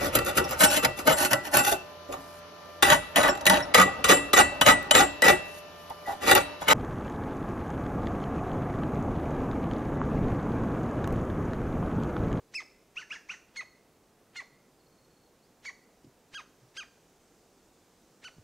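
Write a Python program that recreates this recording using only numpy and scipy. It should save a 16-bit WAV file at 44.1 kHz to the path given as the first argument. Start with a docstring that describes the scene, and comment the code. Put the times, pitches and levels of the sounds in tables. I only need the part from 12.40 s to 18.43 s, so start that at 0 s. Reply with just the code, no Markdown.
"""A green woodpecker on a branch gives ten short, sharp calls, clear, harsh or reedy, as stacks of harmonics.
Each is an arch of pitch that drops at its end; trunks and leaves throw it back as decaying scatter.
A small bird twitters far off in gliding sine tones, and leaves stir over a low steady hush, both of shaped noise.
Close to the microphone come a few soft bumps: damped sines, with one tick of noise."""
import sys
import numpy as np
from scipy import signal
from scipy.fft import rfft, irfft
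from scipy.io import wavfile
from scipy.ndimage import uniform_filter1d

SR = 44100
rng = np.random.default_rng(int(sys.argv[2]) if len(sys.argv) > 2 else 0)


def bounce(signal):
    """Save signal as a 16-bit WAV file at the path given by the first command-line argument."""
    frames = np.transpose(np.atleast_2d(signal))
    limited = np.clip(frames, -1, 1)
    pcm = np.round(limited * 32767).astype(np.int16)
    wavfile.write(sys.argv[1], SR, pcm)


N = 266011

# steady hush of the place, shape only: (frequency [Hz], relative density [dB per Hz])
HUSH_SPECTRUM = [(15, -56), (25, 3), (59, -9), (119, -7), (152, -3.5), (305, -3.5), (469, -3), (509, -5.5),
                 (648, -9), (703, -8.5), (895, -11.5), (1750, -18.5), (2230, -20), (3260, -23),
                 (15500, -28)]
# stirring leaves, shape only: (frequency [Hz], relative density [dB per Hz])
LEAF_SPECTRUM = [(2000, -14), (4000, -10.5), (6500, -5.5), (8000, -9), (10000, -19), (15000, -35)]
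# leaves as the breeze moves them: (time [s], level [dB])
LEAF_LEVEL = [(0, -77.5), (1.6, -78.5), (2.6, -76.5), (3.6, -76), (4.6, -73), (5.1, -72.5), (5.6, -72),
              (6.03, -73)]
# likeness of left and right in the hush and leaves: (frequency [Hz], correlation [-1 to 1])
STEREO_LIKENESS = [(60, 0.95), (150, 0.98), (380, 0.99), (950, 0.98), (2380, 0.96), (5980, 0.83),
                   (15000, 0.36)]
# the woodpecker's throat and open beak: (frequency [Hz], gain [dB])
THROAT = [(600, -5), (1200, -10.5), (1700, 2.5), (2300, 1.5), (2900, -1.2), (3600, -2), (4400, -0.5),
          (5200, -2), (6300, -1), (7500, -16.5), (9000, -18), (11000, -26), (14000, -40)]
# clear calls that crack: (top of the arch [s], climb [s], hold until the crack [s], drop [s], top pitch [Hz],
#   arch width [s], pitch after the crack [Hz], scoop level [dB], level [dB], late swell [dB],
#   level after the crack [dB], overtones [dB], undertone [dB], straight treble [dB], echo [dB],
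#   beak resonance [dB], creak [radians]); call levels here and below are before throat and woodpecker gain
YELPS = [(0.162, .0145, 0.04, .028, 2660, 0.024, 2550, -59.5, -35.5, 1, -44.5, 2.5, -41, -3, 1.5, 4, 0.031),
         (1.177, .009, .0315, 0.026, 2174, 0.039, 2595, -58.5, -41, 6.5, -44, 3.5, -19.5, -5, 1, -2, 0.14),
         (1.976, 0.011, .027, 0.024, 2152, 0.033, 2424, -55, -43.5, 6, -44.5, 2.5, -22, -5, 1.5, -4.5, 0.45),
         (3.268, 0.0095, 0.026, 0.02, 2283, 0.024, 2350, -52.5, -43, 6, -47.5, 1, -17, -5.5, 1.5, 3, 0.18)]
# harsh calls: (top of the arch [s], rise [s], fall [s], top pitch [Hz], level [dB], burst before the top [s],
#   burst [dB], pitch jump as the burst breaks [share], roughness [0-1], straight treble [dB], echo [dB],
#   beak resonance [dB], creak [radians])
SQUAWKS = [(0.597, 0.042, 0.036, 3004, -50.5, 0.02, 18, 0.016, .42, -7, 3.1, 7.5, 0.056),
           (0.735, 0.036, 0.034, 3004, -49, 0.019, 14.5, .17, 0.49, -6, 4.2, 9.7, .027),
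           (0.916, .030, 0.027, 2881, -49, 0.0136, 14.9, 0.0615, 0.62, -6.5, 4.1, 10.6, 0.075)]
# reedy, period-doubled calls: (top of the arch [s], climb [s], hold [s], drop [s], top pitch [Hz], level [dB],
#   fade while held [dB], overtones [dB], undertone [dB], late undertone [dB], late roughness [0-1],
#   straight treble [dB], echo [dB], beak resonance [dB], creak [radians])
CHUCKS = [(3.961, .013, 0.035, 0.023, 3278, -41.5, 8.5, -2, -3, 15.5, 0.33, -4, 1, -2.5, .03),
          (4.388, 0.013, 0.038, .015, 3220, -40.5, 9.5, -1.5, -2.5, 5.5, 0.15, -2.5, 1.5, -1, .03),
          (5.860, .010, .020, 0.011, 3020, -46, 3.5, -1, -1, 2.5, 0.1, -5.5, 1.5, -2, 0.058)]
# reverberation of the trees beyond: (frequency [Hz], 60 dB decay time [s])
WOOD_T60 = [(500, 0.48), (2000, 0.64), (4500, 0.61), (8000, 0.48), (14000, 0.2)]
# colour of their echo: (frequency [Hz], gain [dB])
WOOD_COLOUR = [(1000, 2.5), (2200, -1.5), (3200, -5), (4400, -1.5), (6500, -1), (10000, 4)]
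# the far bird's thin whistles: (time [s], length [s], first pitch [Hz], last pitch [Hz], level [dB])
WHISTLES = [(2.29, 0.15, 4820, 4800, -79), (3.017, 0.054, 4030, 5440, -73)]
# soft bumps near the microphone: (time [s], pitch [Hz], length [s], level [dB])
BUMPS = [(3.643, 283, 0.011, -47), (3.648, 139, 0.017, -52), (3.665, 268, 0.011, -50),
         (3.672, 133, 0.022, -51), (4.205, 125, 0.099, -59.5), (5.965, 171, 0.017, -57),
         (5.983, 173, 0.0062, -44), (5.987, 99, 0.029, -50)]

HUSH_DB = -64
EDGE_HZ = 15750  # upper band limit

# the rough slide up into a clear or reedy call: length, share of the pitch, undertone, overtone change
SCOOP_S, SCOOP_SHARE, SCOOP_UNDER_DB, SCOOP_OVER_DB = .011, .37, -3, -5
SCOOP_ROUGH, HOLD_ROUGH = 0.74, .06  # roughness added in the scoop, and of the held tone
GRIP_S, CRACK_S = 0.00093, 0.00062  # how fast the tone takes hold, and how fast it cracks
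ARCH_SAG, HOLD_FADE_DB_PER_S = .27, 130  # the arch can sink by this share of its top pitch
SWELL_AT_S, SWELL_S = 0.022, 0.011  # a clear call swells once more after its top
DULL_DB_PER_S, DULLEST_DB = 548, -15.5  # overtones fade as the call goes on
# the fall after the crack
DROP_END_HZ, DROP_BEND, DROP_FADE_DB, DROP_UNDER_DB, DROP_ROUGH = 1226, 1.6, 17, 8, 0.48

# shares of the top pitch gained and lost, and how fast it sinks
SQUAWK_CLIMB, SQUAWK_SAG, SQUAWK_SAG_S = .45, .45, .021
SQUAWK_ATTACK_DB, SQUAWK_FADE_DB = 14.5, 0.5
SQUAWK_OVER_DB, SQUAWK_DULL_DB, SQUAWK_UNDER_DB, SQUAWK_UNDER_FADE_DB = -5, 16, 6, 16
BURST_S, BURST_ROUGH, JUMP_S = .011, 0.2, 0.016

# the far trill: evenly spaced chips, each with a flick after it that grows through the trill
TRILL_S, CHIP_GAP_S, FLICK_S = 2.395, .0607, 0.032
TRILL_DB, TRILL_ENDS_DB, FLICK_DB, FLICK_GROWTH_DB = -68.5, -1, -72, 10

TICK_S, TICK_DB = 3.645, -64  # a light tick with the first bump

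# the pitch of a reedy call steps down by this share onto a shelf; level of its scoop
CHUCK_SHELF, CHUCK_SHELF_S, CHUCK_SCOOP_DB = .245, .018, -52
# the voice breaks up as it falls off the shelf
CHUCK_DROP_SHARE, CHUCK_DROP_DB, CHUCK_DROP_ROUGH = .46, 5.5, 0.37


def gain_of(db):
    """Decibels to amplitude."""
    return 10 ** (np.asarray(db) / 20)


def evened(x):
    """Scales to rms 1."""
    return x / np.sqrt(np.mean(x ** 2) + 1e-20)


def read(points, hz):
    """Reads a spectrum on a log-frequency axis."""
    f, value = np.transpose(points)
    return np.interp(np.log(hz + 1), np.log(f + 1), value)


def add(mix, s, sound):
    """Adds a sound into the mix at time s."""
    part = mix[round(s * SR):][:len(sound)]
    part += sound[:len(part)]


def colour(x, points):
    """Filters by a spectrum of (frequency [Hz], gain [dB]) points."""
    gain = gain_of(read(points, np.fft.rfftfreq(len(x), 1 / SR)))
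    return irfft(rfft(x) * gain, len(x))


def wobble(size, hz):
    """Random motion of rms 1, mostly slower than hz."""
    f = np.fft.rfftfreq(size, 1 / SR)
    spectrum = rfft(rng.standard_normal(size)) / (1 + (f / hz) ** 4)
    return evened(irfft(spectrum, size))


def step(t, width_s):
    """Goes smoothly from 0 to 1 as t passes zero."""
    return (1 + np.tanh(t / width_s / 2)) / 2


def air(spectrum, patchy_db):
    """Stereo noise of a given spectrum, with patches of level that drift in time and frequency."""
    hz = np.fft.rfftfreq(2048, 1 / SR)
    frames = N // 512 + 5
    a, b, c, d, patches = rng.standard_normal((5, len(hz), frames))
    patches = uniform_filter1d(patches, size=14, axis=0)
    patches = evened(uniform_filter1d(patches, size=10, axis=1))
    same = np.clip(read(STEREO_LIKENESS, hz), -1, 1)[:, None]
    left = a + 1j * b
    right = same * left + np.sqrt(1 - same ** 2) * (c + 1j * d)
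    bins = np.array([left, right]) * gain_of(read(spectrum, hz)[:, None] + patchy_db * patches)
    return evened(signal.istft(bins, nperseg=2048, noverlap=1536)[1][:, :N])


def hush():
    """The low, steady hush of the place: noise weighted to the lowest frequencies."""
    return gain_of(HUSH_DB) * air(HUSH_SPECTRUM, patchy_db=-0.08)


def leaves():
    """Leaves stirring: patchy high noise whose level follows the breeze."""
    breeze_db = np.interp(np.arange(N) / SR, *np.transpose(LEAF_LEVEL))
    return gain_of(breeze_db) * air(LEAF_SPECTRUM, patchy_db=1.7)


def woodpecker(level_db=2, scatter_share=0.32, spread_db=-22):
    """With the head turned away, the treble goes into the trees rather than straight to the microphone."""
    straight, scattered = np.zeros(N), np.zeros(N)
    for gesture, table in [(yelp, YELPS), (squawk, SQUAWKS), (chuck, CHUCKS)]:
        for *shape, treble_db, echo_db, beak_db, creak in table:
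            s, voice = call(gesture(*shape), creak)
            voice = colour(voice, [(4800, 0.0054), (6100, beak_db), (7000, beak_db / 2), (9000, 0)])
            add(straight, s, colour(voice, [(3000, 0), (4500, treble_db)]))
            to_trees = colour(voice, [(3000, 0.0081), (4500, -scatter_share * treble_db)])
            add(scattered, s, gain_of(echo_db) * to_trees)
    middle = straight + wood(scattered)
    side = gain_of(spread_db) * wood(scattered)  # a little of the echo differs between left and right
    return gain_of(level_db) * np.array([middle + side, middle - side])


def call(rows, creak, jitter=0.099, shimmer=0.91, rasp_db=-7, creak_s=0.038, edge_db_per_s=700):
    """The syrinx sings a stack of harmonics; period doubling adds lines between, roughness unsteadies them."""
    s, *columns = np.transpose(rows)
    t = np.arange(s[0] - .025, s[-1] + .008, 1 / SR)
    hz, db, over_db, under_db, rough = (np.interp(t, s, c) for c in columns)
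    # the level ramps up steeply before the call and down after it
    db = db - edge_db_per_s * abs(t - np.clip(t, s[0], s[-1]))
    rough = rough ** 2 / (abs(rough) + .15)  # low roughness shrinks most: a clear held tone stays clean
    unsteady_hz = hz * (1 + jitter * rough * wobble(len(t), 1040))
    phase = 2 * np.pi * np.cumsum(unsteady_hz) / SR
    # early in the call the timing sways once in three cycles: a creak, with lines between the harmonics
    opening = np.exp(-((t - s[0]) / creak_s) ** 4)
    phase = phase + creak * opening * np.sin(phase / 3)
    voice = np.zeros(len(t))
    for k in np.arange(1, 13) / 2:  # half-numbered lines are the undertone series
        line_db = read(THROAT, k * hz) + over_db * (k > 1) + under_db * (k % 1 > 0)
        flutter = 1 + shimmer * rough * wobble(len(t), 590)
        line = np.cos(k * phase + 2 * k ** 2)  # the throat spreads each pulse
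        voice += gain_of(line_db) * flutter * line * (k * hz < SR / 2)
    # a rasp, in one puff a cycle, is heard before the tone takes hold
    breath = colour(rng.standard_normal(len(t)), THROAT)
    rasp = evened(colour(breath * (1 + np.cos(phase)), [(6500, -1.5), (9000, 2)]))
    tone = np.clip((t - s[0]) / .007 + .3, 0, 1)
    voice = tone * voice + (gain_of(rasp_db) * rough + (1 - tone) / 2) * rasp
    voice = gain_of(db) * voice * signal.windows.tukey(len(t), .1)
    return t[0], np.pad(voice, (0, 256))


def yelp(top_s, climb_s, hold_s, drop_s, top_hz, width_s, crack_hz, scoop_db, level_db, swell_db, crack_db,
         over_db, under_db):
    """A rough scoop up, a clean arch, then a crack to another pitch and a fall, as rows for call()."""
    t = np.linspace(-climb_s - SCOOP_S, hold_s + drop_s, 200)
    loose, cracked = step(-t - climb_s, GRIP_S), step(t - hold_s, CRACK_S)
    scoop = np.maximum(-t - climb_s, 0) / SCOOP_S
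    after = np.maximum(t, 0)
    drop = np.maximum(t - hold_s, 0) / drop_s

    def crack(held, fallen):
        """Passes from the held voice to the falling one."""
        return (1 - cracked) * held + cracked * fallen

    arch_hz = top_hz * (1 - ARCH_SAG * (1 - np.exp(-(t / width_s) ** 2))) * (1 - SCOOP_SHARE * scoop)
    hz = crack(arch_hz, crack_hz + (DROP_END_HZ - crack_hz) * drop ** DROP_BEND)
    attack = np.minimum(t, 0) ** 2 / t[0] ** 2
    swell = swell_db * np.exp(-((t - SWELL_AT_S) / SWELL_S) ** 2)
    held_db = level_db + (scoop_db - level_db) * attack + swell - HOLD_FADE_DB_PER_S * after
    db = crack(held_db, crack_db - DROP_FADE_DB * drop)
    under = crack(under_db + (SCOOP_UNDER_DB - under_db) * loose, DROP_UNDER_DB)
    rough = crack(HOLD_ROUGH + SCOOP_ROUGH * loose, DROP_ROUGH)
    over = np.maximum(over_db + SCOOP_OVER_DB * loose - DULL_DB_PER_S * after - swell, DULLEST_DB)
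    # (time [s], pitch [Hz], level [dB], overtones [dB], undertone [dB], roughness)
    return np.transpose([top_s + t, hz, db, over, under, rough])


def wood(x, near_db=-14, near_t60=0.19, far_db=-19.5, gap_s=0.0025):
    """Scatter from the nearest limbs dies fast; a faint long tail returns from the trees beyond."""
    taps = np.zeros(SR)
    at = np.arange(0, SR - 20, 20)
    taps[at + rng.integers(0, 20, len(at))] = rng.choice([-1., 1.], len(at))
    age = np.arange(SR) / SR
    near = taps * gain_of(-60 * age / near_t60) * np.clip(age / gap_s - 1, 0, 1)
    # the far tail uses the taps in reverse order, and each frequency dies at its own rate
    hz, t, bins = signal.stft(taps[::-1], SR, nperseg=256)
    bins = bins * gain_of(-60 * t / read(WOOD_T60, hz)[:, None])
    far = signal.istft(bins, SR, nperseg=256)[1][:SR]
    far = colour(far, WOOD_COLOUR) * np.clip(age / 0.025, 0, 1)
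    echo = gain_of(near_db) * near / np.linalg.norm(near) + gain_of(far_db) * far / np.linalg.norm(far)
    return signal.fftconvolve(x, echo)[:N]


def squawk(top_s, rise_s, fall_s, top_hz, level_db, lead_s, burst_db, jump, rough):
    """A hoarse arch with a doubled period; on the way up one pure tone bursts out of it. Rows as in yelp()."""
    t = np.linspace(-rise_s, fall_s, 200)
    early, after = np.maximum(-t, 0) / rise_s, np.maximum(t, 0)
    late = after / fall_s
    broken = t + lead_s - BURST_S  # time since the burst breaks
    sag = 1 - np.exp(-(after / SQUAWK_SAG_S) ** 2)
    hz = top_hz * (1 - SQUAWK_CLIMB * early ** 2 - SQUAWK_SAG * sag)
    hz = hz * (1 + jump * step(broken, CRACK_S) * np.exp(-(broken / JUMP_S) ** 2))
    burst = np.exp(-((t + lead_s) / BURST_S) ** 4)
    db = level_db - SQUAWK_ATTACK_DB * early ** 4 - SQUAWK_FADE_DB * late + burst_db * burst
    over = SQUAWK_OVER_DB - SQUAWK_DULL_DB * late - burst_db * burst
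    under = SQUAWK_UNDER_DB - SQUAWK_UNDER_FADE_DB * late ** 2 - burst_db * burst
    return np.transpose([top_s + t, hz, db, over, under, rough + (BURST_ROUGH - rough) * burst])


def far_bird(pitch_hz=4230, slide_hz=480, chip_s=0.026, echo_db=9, count=8):
    """Far off, quick falling chips and two thin whistles, all sine tones, blurred by the trees."""
    song = np.zeros(N)
    t = np.arange(0, chip_s, 1 / SR)
    turns = np.cumsum(pitch_hz + slide_hz * np.exp(-t / 0.0082)) / SR
    for k, along in enumerate(np.linspace(0, 1, count)):
        detune = 1 + .006 * rng.standard_normal((2, 1))
        chip, flick = np.sin(2 * np.pi * turns * detune) * np.hanning(len(t))
        s = TRILL_S + k * CHIP_GAP_S
        add(song, s, gain_of(TRILL_DB + TRILL_ENDS_DB * (2 * along - 1) ** 2) * chip)
        add(song, s + FLICK_S, gain_of(FLICK_DB - FLICK_GROWTH_DB * (1 - along)) * flick)
    for s, length, first_hz, last_hz, db in WHISTLES:
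        hz = np.geomspace(first_hz, last_hz, round(length * SR))
        whistle = np.sin(2 * np.pi * np.cumsum(hz) / SR) * signal.windows.tukey(len(hz))
        add(song, s, gain_of(db) * whistle)
    return song + gain_of(echo_db) * wood(song)


def bumps(tick_s=0.0059):
    """Dull, heavily damped knocks near the microphone, one with a light tick of decaying noise."""
    out = np.zeros(N)
    for s, hz, length, db in BUMPS:
        t = np.arange(0, 2 * length, 1 / SR)
        u = 3 * t / length  # the envelope peaks at u = 1
        knock = u ** 2 * np.exp(2 - 2 * u) * np.sin(2 * np.pi * hz * t)
        add(out, s, gain_of(db) * knock)
    t = np.arange(2048) / SR
    tick = evened(colour(rng.standard_normal(len(t)), [(500, 1), (6000, 11), (12000, -18)]))
    add(out, TICK_S, gain_of(TICK_DB) * tick * np.exp(-t / tick_s))
    return out


def chuck(top_s, climb_s, hold_s, drop_s, top_hz, level_db, fade_db, over_db, under_db, late_under_db,
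          late_rough):
    """A scoop and an arch that settles on a lower shelf, then falls off it. Rows as in yelp()."""
    t = np.linspace(-climb_s - SCOOP_S, hold_s + drop_s, 200)
    loose = step(-t - climb_s, GRIP_S)
    scoop = np.maximum(-t - climb_s, 0) / SCOOP_S
    late = np.clip(t / hold_s, 0, 1) ** 2
    drop = np.maximum(t - hold_s, 0) / drop_s
    shelf = 1 - np.exp(-abs(np.maximum(t, -climb_s) / CHUCK_SHELF_S) ** 3)
    hz = top_hz * (1 - CHUCK_SHELF * shelf) * (1 - SCOOP_SHARE * scoop) * (1 - CHUCK_DROP_SHARE * drop)
    attack = (np.minimum(t, 0) / t[0]) ** 2
    db = level_db + (CHUCK_SCOOP_DB - level_db) * attack - fade_db * late - CHUCK_DROP_DB * drop
    over = np.maximum(over_db - DULL_DB_PER_S * np.maximum(t, 0), DULLEST_DB)
    under = under_db + (late_under_db - under_db) * late * (1 - drop)
    rough = HOLD_ROUGH + SCOOP_ROUGH * loose + late_rough * late + CHUCK_DROP_ROUGH * np.sqrt(drop)
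    return np.transpose([top_s + t, hz, db, over, under, rough])


def scene():
    """Birds and bumps in the middle, over the hush of the wood and its leaves."""
    return hush() + leaves() + woodpecker() + far_bird() + bumps()


def record(dry):
    """The right channel is 1 dB louder than the left; then a low-pass sets the band limit."""
    tilted = dry * gain_of([[-.5], [.5]])
    low_pass = signal.firwin(511, EDGE_HZ, window=("kaiser", 9), fs=SR)
    return signal.oaconvolve(tilted, low_pass[None], "same")


dry = scene()
out = record(dry)
bounce(out)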